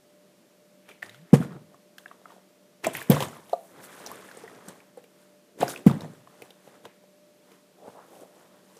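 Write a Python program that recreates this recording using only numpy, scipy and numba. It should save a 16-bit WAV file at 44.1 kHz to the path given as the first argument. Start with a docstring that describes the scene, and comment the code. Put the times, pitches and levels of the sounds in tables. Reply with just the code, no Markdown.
"""In a quiet, carpeted living room thin plastic bottles, partly filled with water, are flipped and land near a
small microphone. Each landing is a gliding thump with ringing floor modes; water and rubbing hands are clouds
of short sine grains; knocks on the walls are damped modes started by a noise crack. One air pocket hums upward.
Noise that dies away gives the room's echoes; steady hiss and wavering appliance tones lie beneath."""
import sys
import numpy as np
from scipy import signal
from scipy.fft import rfft, irfft
from scipy.io import wavfile
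from scipy.ndimage import uniform_filter1d
from numba import njit

SR = 44100
rng = np.random.default_rng(int(sys.argv[2]) if len(sys.argv) > 2 else 0)


def transcribe(u):
    """Save the signal u as a 16-bit wav file named by the first command-line argument.

    u: samples, shape (n,) or (channels, n), limited to [-1, 1]; the rate is SR.
    q: integer samples, one column per channel.
    """
    v = np.clip(np.atleast_2d(u).T, -1, 1)
    q = np.round(v * 32767).astype(np.int16)
    wavfile.write(sys.argv[1], SR, q)


def rack_gain(trim_db):
    """Turn a fader trim in dB into the linear factor to multiply a signal by."""
    fader = np.asarray(trim_db, float)
    return 10 ** (fader / 20)


N = 387638
TIME_S = np.arange(N) / SR


def decay(t, t60):
    """Exponential damping: the amplitude falls by 60 dB in t60 seconds."""
    return np.exp(-np.log(1000) * t / t60)


def unit(x):
    """Root-mean-square normalisation: scale to rms 1."""
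    return x / np.sqrt(np.mean(x ** 2))


def add(out, start_s, sound, peak_db):
    """Superposition: a sound joins the mixture at its time and peak level."""
    i = int(start_s * SR)
    piece = sound[:N - i] * rack_gain(peak_db) / np.abs(sound).max()
    out[i:i + len(piece)] += piece


def walk(rate_hz):
    """Low-pass random fluctuation: levels held 1 / rate_hz s, slewed twice; spread near 1."""
    hold = int(SR / rate_hz)
    steps = np.repeat(rng.standard_normal(N // hold + 1), hold)
    return 1.3 * uniform_filter1d(uniform_filter1d(steps, hold), hold)[:N]


def strike(modes, push):
    """Modal synthesis: a push, convolved with damped cosines, sets the modes ringing; peak 1."""
    t = TIME_S[:SR // 4]
    ring = sum(rack_gain(db) * decay(t, t60) * np.cos(2 * np.pi * hz * t) for hz, db, t60 in modes)
    sound = signal.fftconvolve(ring, push)[:len(t)]
    return sound / np.abs(sound).max()


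@njit
def grains(length, start, hz, cycles, glide, size):
    """Damped oscillators as turning phasors: each swells for a moment, then dies as its pitch slides up."""
    out = np.zeros(length)
    for k in range(len(start)):
        n = int(cycles[k] * SR / hz[k]) + 2
        step = 2 * np.pi * hz[k] / SR
        turn = np.exp(1j * step - 5 / n)
        slide = np.exp(1j * step * glide / n)
        phasor = 1.5 * size[k] + 0j
        closed, opening = 1., np.exp(-25 / n)
        for i in range(start[k], min(start[k] + n, length)):
            out[i] += phasor.imag * (1 - closed)
            phasor *= turn
            turn *= slide
            closed *= opening
    return out


def patter(bursts, pitched, colour, count, cycles, spread_db, glide):
    """Granular texture: count grains a second, each at the level of the bursts at its moment and pitch."""
    # pitches that the plastic shell favours: pitch_hz, width_hz, level_db
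    shell_peaks = [(1050, 150, 3), (1800, 200, 3), (3400, 350, 5)]
    half_width_octaves = 0.47  # of a pitched burst, 6 dB down
    when, where, big, long = rng.random((int(count * N / SR), 4)).T
    when = when * N / SR
    hz = 135 + 15300 * where ** 2
    octaves = np.log2(hz / 2200)

    def envelope_db(peak_s, swell_s, fade_s):
        before = (peak_s - when) / max(swell_s, .005)
        after = (when - peak_s) / max(fade_s, .005)
        return -60 * np.maximum(before, after)

    broad = sum(rack_gain(db + tilt_db * octaves + envelope_db(s, swell, fade)) ** 2
                for s, db, tilt_db, swell, fade in bursts)
    narrow = sum(rack_gain(db - 6 * (np.log2(hz / pitch) / half_width_octaves) ** 2 + envelope_db(s, swell, fade)) ** 2
                 for s, db, pitch, swell, fade in pitched)
    colour_hz, colour_points_db = np.transpose(colour)
    colour_db = np.interp(np.log(hz), np.log(colour_hz), colour_points_db)
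    colour_db = colour_db + sum(d * np.exp(-((hz - f) / w) ** 2) for f, w, d in shell_peaks)
    turns = cycles * (.5 + long) * (hz / 1000) ** 0.24  # small bright grains ring for more cycles
    # equal power per octave whatever the grain's length and the crowding at its pitch
    even = np.sqrt(hz / turns / count * 45 / np.sqrt(hz / 15500))
    # a few grains stand out
    rare = rack_gain(-spread_db * np.log(1 - big)) * np.sqrt(1 - min(spread_db, 4) * np.log(10) / 10)
    level = np.sqrt(broad * rack_gain(colour_db) ** 2 + narrow)
    heard, size = level > 1e-5, level * even * rare
    return grains(N, (when[heard] * SR).astype(int), hz[heard], turns[heard], glide, size[heard])


def background():
    """Stationary noise shaped by a spectrum, with appliance tones of slightly wavering level and pitch."""
    # spectral shape of the hiss of room and microphone: pitch_hz, relative_density_db
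    hiss_shape = [(20, -32.5), (60, -32), (100, -21.5), (150, -6.5), (200, -4), (250, -5), (330, -4.5),
                  (500, -7), (620, -7), (800, -15.5), (1600, -18.5), (4600, -22), (13500, -26.5),
                  (15400, -35.5)]
    # appliance tones: pitch_hz, central_rms_db
    hum = [(188.4, -69), (339, -76), (594.5, -65)]
    hiss_rms_db = -61.5
    f = np.fft.rfftfreq(N, 1 / SR)
    hz, db = np.transpose(hiss_shape)
    spectrum = rfft(rng.standard_normal(N)) * rack_gain(np.interp(np.log(f + 1), np.log(hz), db))
    out = unit(irfft(spectrum, N)) * rack_gain(hiss_rms_db)
    for tone_hz, tone_db in hum:
        waver_db, waver_hz = 1.5 * walk(12), walk(10)
        phase = 2 * np.pi * np.cumsum(tone_hz + waver_hz) / SR
        out += np.sqrt(2) * rack_gain(tone_db + waver_db) * np.sin(phase)
    return out


def knocks():
    """Modal ringing of a thin wall, its pitch set by grip and water level; a bright noise crack starts it."""
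    # knocks, slaps and ticks on a held bottle: start_s, peak_db, main_ring_hz, crack_re_ring_db, crack_hz
    held_knocks = [(0.889, -46.5, 1450, 9.5, 2400), (0.915, -40, 2400, -10, 2560),
                   (1.0225, -38, 1900, -9, 3600), (1.026, -35, 2000, -2, 2400),
                   (1.0275, -21, 1820, -17, 3200), (1.0612, -51, 1800, 7, 4930),
                   (1.094, -40, 1960, 3, 3800), (1.145, -43, 1420, -2, 3400), (1.337, -6.5, 482, -38, 3800),
                   (1.356, -22, 475, -15, 3180), (1.412, -31, 650, -22, 10900),
                   (1.425, -33.5, 1360, -20, 3600), (1.447, -42, 1750, -7, 3600),
                   (1.521, -42.5, 1080, -10, 4800), (1.744, -43.5, 1100, -12, 7040),
                   (1.982, -37, 1580, 2.5, 3400), (2.059, -31, 1640, -30, 2900), (2.08, -55, 1680, 7, 3320),
                   (2.113, -35, 1140, -18, 2700), (2.215, -46, 605, -11, 3700),
                   (2.256, -34, 1280, -37, 3000), (2.304, -40, 1120, -33, 6600),
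                   (2.32, -41, 895, -13, 2900), (2.336, -50, 425, -20, 4800), (2.363, -45, 680, -18, 7400),
                   (2.38, -45, 553, -17, 3200), (2.845, -23.5, 1854, 3.5, 2430),
                   (2.849, -23, 2320, -4, 2555), (2.841, -31.5, 410, -1, 1700), (2.933, -46, 610, 11, 9600),
                   (2.951, -22.5, 1870, -1, 2480), (2.968, -35, 1770, 9.5, 12800),
                   (3.016, -27, 1720, -20.5, 2600), (3.025, -35.5, 2390, 2, 12200),
                   (3.1, -13, 444, 2.5, 13200), (3.113, -15, 493, -4.5, 3350),
                   (3.119, -14.5, 502, -6, 3250), (3.167, -18, 1050, -26, 10400),
                   (3.2045, -20, 824, -0.5, 2870), (3.209, -22, 520, -20, 3300),
                   (3.224, -17.5, 967, -4.5, 3070), (3.284, -39, 650, 3, 7200),
                   (3.366, -37.5, 1060, -9.5, 2880), (3.495, -43.5, 690, 1.5, 3240),
                   (3.529, -19.5, 550, -20.5, 3870), (4.062, -44, 835, 16, 5850), (4.07, -37, 825, 5, 5360),
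                   (4.115, -30, 1020, -4, 11800), (4.156, -48, 1570, 10, 9200),
                   (4.313, -37, 1530, -6, 4260), (4.371, -36, 450, 0, 8200),
                   (4.684, -47.5, 544, 17.5, 8300), (4.803, -47, 2300, -4, 2700), (5.04, -48, 457, 3, 2480),
                   (5.606, -42, 550, 15, 7860), (5.624, -15.5, 500, -12, 2650),
                   (5.629, -9, 717, -18.5, 2620), (5.68, -28.5, 1530, 2, 5600),
                   (5.738, -31.5, 1440, -21, 9200), (5.761, -29, 2540, -11, 2680),
                   (5.775, -36, 2580, 0, 2700), (5.865, -15, 445, -11, 14700),
                   (5.897, -24, 1180, -14, 3540), (5.911, -25, 870, -9, 3550), (6.007, -38.5, 605, 4, 3970),
                   (6.018, -35.5, 950, -6, 5270), (6.045, -33.5, 676, -16, 7400),
                   (6.134, -44, 426, -9, 7350), (6.273, -40, 1070, -16, 2900),
                   (6.42, -35.5, 440, 3.5, 2430), (6.675, -39, 555, -15, 2600),
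                   (6.505, -43, 484, 3.5, 3440), (6.853, -34, 930, -3.5, 3470),
                   (6.858, -41.5, 430, -18, 1980), (7.038, -45, 580, -11, 5500),
                   (7.517, -49.5, 430, 2, 2600), (7.801, -47, 576, -12, 6400), (8.083, -45, 520, -12, 3300),
                   (8.154, -52, 616, 0, 2700), (8.768, -44, 466, -2.5, 6100)]
    # hollow knocks on a bottle that no hand damps: same columns
    free_knocks = [(2.867, -13.5, 647, -6, 8100), (3.5315, -12.5, 685, -25.5, 3840),
                   (4.288, -40, 1730, -18, 3000), (4.436, -34.5, 440, -13, 5800),
                   (4.478, -38, 1910, -9, 2800), (4.973, -34.5, 500, -16.5, 9150)]
    # modes of the wall: ratio_to_main_ring, level_db, share_of_t60
    wall_modes = [(0.649, -6.5, 0.56), (.84, -1, 0.46), (1, 12.5, 0.38), (1.075, -11, 0.2), (1.3, -13, .5),
                  (1.599, 1, 0.51), (2.4, -25, 0.44)]
    # the air in the bottle answers every knock: pitch_hz, level_db, t60_s
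    air_mode = (700, 3.82, 0.022)
    held_t60_s = 0.041  # at 1 kHz and -30 dB
    damping_power, strength_power = 0.49, 0.038  # shorter ring at high pitch, longer when struck hard
    free_ring = 2.1  # times longer than a held wall
    fill_cycles = 1.2  # the air inside takes a cycle or two to join in
    out = np.zeros(N)
    t = TIME_S[:SR // 20]
    events = held_knocks + free_knocks
    chance = rng.standard_normal((len(events), len(t) + len(wall_modes)))
    for k, ((s, db, hz, crack_db, crack_hz), noise) in enumerate(zip(events, chance)):
        stray = 1 + .025 * noise[len(t):]  # overtones differ a little each time
        t60 = held_t60_s * (hz / 1000) ** -damping_power * rack_gain(db + 30) ** strength_power
        if k >= len(held_knocks):
            t60 *= free_ring
        modes = [(hz * ratio * (1 if ratio == 1 else e), mode_db, t60 * share)
                 for (ratio, mode_db, share), e in zip(wall_modes, stray)]
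        push = np.diff(np.hanning(int(.9 * SR / hz) + 4))
        ring = strike(modes + [air_mode], push)
        ring = ring * (1 - np.exp(-TIME_S[:len(ring)] * hz / fill_cycles))
        radiation = signal.butter(2, hz / 2, "high", fs=SR)  # a thin wall radiates little below its ring
        add(out, s, signal.lfilter(*radiation, ring), db)
        crack = noise[:len(t)] * decay(t, 0.024) * np.clip(t / 0.00041, 0, 1)
        crease = signal.iirpeak(crack_hz, 7, fs=SR)  # the crease that snaps has a pitch of its own
        add(out, s, signal.lfilter(*crease, crack) + .1 * crack, db + crack_db)
    return out


def water():
    """Superposed oscillating grains: water slaps the wall, gurgles, and rocks as a mass at the base."""
    # water thrown at the wall: peak_s, level_db, tilt_db_per_octave, swell_s, fade_s (each spans 60 dB)
    sloshes = [(.895, -61.5, -1, 0.1, 0.24), (1.035, -59, -0.5, 0.029, 0.33), (1.16, -73, 2.5, 0.37, 0.24),
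               (1.337, -33.5, -1, 0.02, 0.11), (1.43, -53.5, -2, 0.37, 0.21),
               (1.54, -65.5, -4.5, 0.6, 0.34), (1.74, -77, -3, 0.53, 0.37),
               (2.843, -44.5, -1.6, 0.036, 0.26), (2.94, -51, 2, 0.045, 0.34),
               (2.971, -51.5, 1, 0.18, 0.29), (3.015, -52.5, 0.5, 0.16, 0.14),
               (3.105, -36.5, -1, .02, 0.34), (3.145, -44, -1.8, 0.22, 0.42), (3.227, -41.5, 0, 0.16, .18),
               (3.35, -59, -1, 1, 0.36), (3.53, -65, 1, 0.87, 0.29), (3.66, -79, 7, 1, 0.88),
               (5.59, -59, 0, 0.053, .2), (5.61, -42, -2.1, 0.048, 0.312), (5.697, -46, 2.5, 0.084, 0.21),
               (5.77, -59, -1, 0.3, 0.4), (5.871, -40.5, -2, 0.039, 0.16), (5.93, -55, -3.5, 0.13, 0.41),
               (6.03, -58.5, -3, 0.31, 0.35), (6.15, -68.5, -1, 0.86, 0.53)]
    # gurgling against one part of the wall: peak_s, level_db, pitch_hz, swell_s, fade_s
    gurgles = [(.91, -59.5, 2290, 0.34, 0.47), (1.04, -57, 1920, .05, 1), (1.11, -63.5, 3600, .1, 0.62),
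               (1.42, -47.5, 1300, 0.19, 0.27), (1.52, -52.5, 1290, 0.4, 0.27),
               (2.85, -35, 2300, 0.039, .25), (2.89, -38, 420, 0.14, 0.18), (2.96, -41, 2200, .1, 0.41),
               (3.115, -50, 3300, 0.046, 0.57), (3.22, -46, 970, 0.22, 0.77),
               (5.586, -46.5, 380, 0.082, 0.093), (5.63, -44, 900, 0.072, .12),
               (5.68, -42, 370, 0.39, 0.67), (5.77, -55, 430, .3, 0.33), (5.72, -44, 6700, .12, 0.098),
               (5.9, -48, 1200, .1, 0.36)]
    # the mass of water drops to the base and rocks there: same columns as the gurgles
    surges = [(1.338, -24.5, 169, 0.009, .15), (1.41, -39, 171, .2, 0.6), (1.54, -54, 169, .3, .5),
              (2.845, -49, 230, .03, 0.1), (2.95, -42.5, 199, .1, 0.24), (3.107, -26, 140, 0.011, 0.27),
              (3.15, -30, 140, 0.12, 0.23), (3.23, -51.5, 158, 0.23, 0.84), (5.69, -42.5, 228, 0.23, 0.12),
              (5.92, -34.5, 145, 0.11, 0.49), (6.03, -46, 170, 0.4, 0.31), (6.16, -60.5, 170, .3, 0.89)]
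    # colour of the sloshes: pitch_hz, gain_db
    water_colour = [(135, -14.5), (220, -4.5), (400, 5.5), (700, 2), (1300, 1.5), (2200, 0.5), (4500, -4.5),
                    (7500, 1.5), (11000, 2), (14500, -6)]
    return patter(sloshes, gurgles + surges, water_colour, count=6000, cycles=10, spread_db=1.5, glide=.12)


def air_pocket():
    """Cavity resonance: the air hums upward as the first bottle turns over, faded in and out."""
    # path of the tone: time_s, pitch_hz, rms_db
    hum_path = [(1.03, 100.3, -96), (1.04, 101.5, -71), (1.05, 102.8, -65), (1.118, 111.8, -61.5),
                (1.172, 131.8, -58.5), (1.232, 171.0, -50), (1.29, 184.2, -68.5)]
    s, hz, db = np.transpose(hum_path)
    gain = uniform_filter1d(rack_gain(np.interp(TIME_S, s, db, -120, -120)), SR // 50)
    phase = 2 * np.pi * np.cumsum(np.interp(TIME_S, s, hz)) / SR
    return np.sqrt(2) * gain * np.sin(phase)


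def landings():
    """Impact excitation: the heavy base shudders, slower as the water settles, and the boards ring on."""
    # landings and bounces: start_s, peak_db, contact_ms, nominal_shudder_hz
    impacts = [ (1.3306, .5, 13, 205), (1.379, -26, 13, 178), (1.403, -17.5, 8.7, 192),
               (1.453, -36, 16, 215), (3.0972, -4.5, 14, 195), (2.866, -30, 24, 230),
               (3.221, -24.5, 9.7, 155), (3.265, -36, 12, 143), (4.679, -40.5, 20, 200),
               (5.603, -29, 8.7, 200), (5.63, -23.5, 14, 204), (5.8638, -1.5, 17.5, 205),
               (5.905, -18.5, 13, 186), (5.967, -29, 18, 205), (6.031, -40, 17, 200),
               (6.097, -38.5, 15, 195), (6.422, -52, 8, 200), (6.673, -53, 10, 201), (7.878, -46, 18, 226)]
    # modes of the floor: pitch_hz, level_db, t60_s
    floor_modes = [(95, -1, .15), (123, -2, .2), (140, 29.5, 0.12), (183, -34, 0.039), (236, -16.5, 0.18),
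                   (340, -28.5, 0.1)]
    boards_db = -12  # ring of the boards against the thump
    out = np.zeros(N)
    for s, db, contact_ms, hz in impacts:
        u = np.linspace(0, 1, int(contact_ms * SR / 1000))
        phase = 2 * np.pi * np.cumsum(hz * (1.25 - .65 * u)) / SR
        thump = -np.sin(np.pi * u ** .5) * np.sin(phase)
        add(out, s, thump, db)
        add(out, s, strike(floor_modes, thump), db + boards_db)
    return out


def handling():
    """Friction as many tiny oscillations: hands and sleeves stroke carpet and bottle, skin scuffs the shell."""
    # strokes: peak_s, level_db, tilt_db_per_octave, swell_s, fade_s (each spans 60 dB)
    strokes = [(1.99, -72, 2.5, 0.083, 0.65), (2.12, -72.5, -1, 0.35, 0.3), (2.32, -68, 0, 0.64, 0.4),
               (3.79, -64, -1.5, 0.5, 1), (3.845, -60, 5.5, 0.13, 0.14), (3.93, -63.5, 2.5, 0.49, .6),
               (4.0, -58.5, 0.3, 0.64, 0.72), (4.09, -57, -0.2, 0.3, 0.95), (4.25, -63, 1.1, 0.67, 1),
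               (4.39, -62, 0.4, 0.56, 1), (4.55, -65, -2, 1, 1), (4.689, -57, 0.3, 0.17, 0.18),
               (4.77, -68.5, 0.3, 0.95, 0.48), (4.983, -68, -1.5, 0.11, .1), (5.226, -73.5, 2, 0.62, .5),
               (6.32, -75, 1, 0.68, 0.82), (6.45, -67.5, 0.2, 0.92, .6), (6.683, -68, 1, 0.45, 0.22),
               (6.75, -67.5, -1, .3, .3), (6.855, -59, -1.5, 0.086, 0.083), (7.525, -69, 0.5, 0.44, .4),
               (7.888, -68.5, 1, 0.41, 0.9), (8.15, -69, 2.5, 0.61, 0.7), (8.225, -71, 3.5, 0.39, 0.16),
               (8.4, -70.5, 1, 1, 0.99), (8.567, -74, -1.3, 0.46, 0.68), (8.78, -69.5, 2, 1, .5)]
    # skin scuffing over the shell: peak_s, level_db, pitch_hz, swell_s, fade_s
    scuffs = [(3.9, -54, 1600, .8, 1.7), (4.15, -57.5, 1800, 1.2, 2.5), (6.87, -57, 2000, .05, 0.38),
              (7.83, -52, 517, 0.24, 0.71), (7.888, -42.5, 620, 0.31, 0.093), (7.965, -48, 610, 0.13, 0.15),
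              (7.99, -47.5, 900, .1, .15), (8.015, -56, 1200, 0.11, 0.38), (8.13, -50, 565, 0.32, .3),
              (8.225, -45, 516, 0.29, 0.19), (8.4, -58.5, 595, 1.1, 0.6)]
    # colour of the strokes: pitch_hz, gain_db
    cloth_colour = [(135, -12.5), (220, -1.5), (450, 8), (800, 5), (1500, 5), (2200, -1), (4500, -3.5),
                    (8000, 1), (11000, 0), (14500, -7)]
    return patter(strokes, scuffs, cloth_colour, count=9000, cycles=8.6, spread_db=1.65, glide=.02)


def room(x):
    """Diffuse reverberation: dense echoes of a furnished room, bass and treble fading at their own pace."""
    low_t60_s, high_t60_s, split_hz = 0.18, 0.33, 300
    treble_db, echo_db = -5, -15.5  # furnishings swallow more above the split
    t = TIME_S[:int(.6 * SR)]
    noise = rng.standard_normal(len(t))
    low = signal.sosfilt(signal.butter(2, split_hz, fs=SR, output="sos"), noise)
    echoes = low * decay(t, low_t60_s) + (noise - low) * rack_gain(treble_db) * decay(t, high_t60_s)
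    echoes = echoes * np.clip(t / 0.0069 - .3, 0, 1)  # first walls answer after a few ms
    early_energy = np.mean(echoes[:SR // 10] ** 2) * SR / 10
    return signal.fftconvolve(x, echoes / np.sqrt(early_energy))[:N] * rack_gain(echo_db)


def scene():
    """Linear superposition: all near sounds and their echoes, less deep bass, plus the background."""
    near = landings() + knocks() + water() + handling() + air_pocket()
    # the small microphone misses the deep bass, below 100 Hz
    cut = signal.butter(4, 100, "high", fs=SR, output="sos")
    return (signal.sosfilt(cut, near + room(near)) + background())[None]


def band_limit(x):
    """A steep low-pass at the top of the band."""
    return signal.sosfilt(signal.butter(12, 16570, fs=SR, output="sos"), x)


def record(dry):
    """Nonlinear transduction: the capsule bends loud sound to one side, loses the top and rounds off peaks."""
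    bent = dry - 0.103 * dry ** 4
    low_pass = signal.ellip(8, .3, 60, 15350, fs=SR, output="sos")  # stops short of the top octave's end
    top = signal.sosfilt(low_pass, bent)
    rounded = top / (1 + np.abs(top) ** 8) ** (1 / 8)  # soft limit at full scale
    return band_limit(rounded)


dry = scene()
out = record(dry)
transcribe(out)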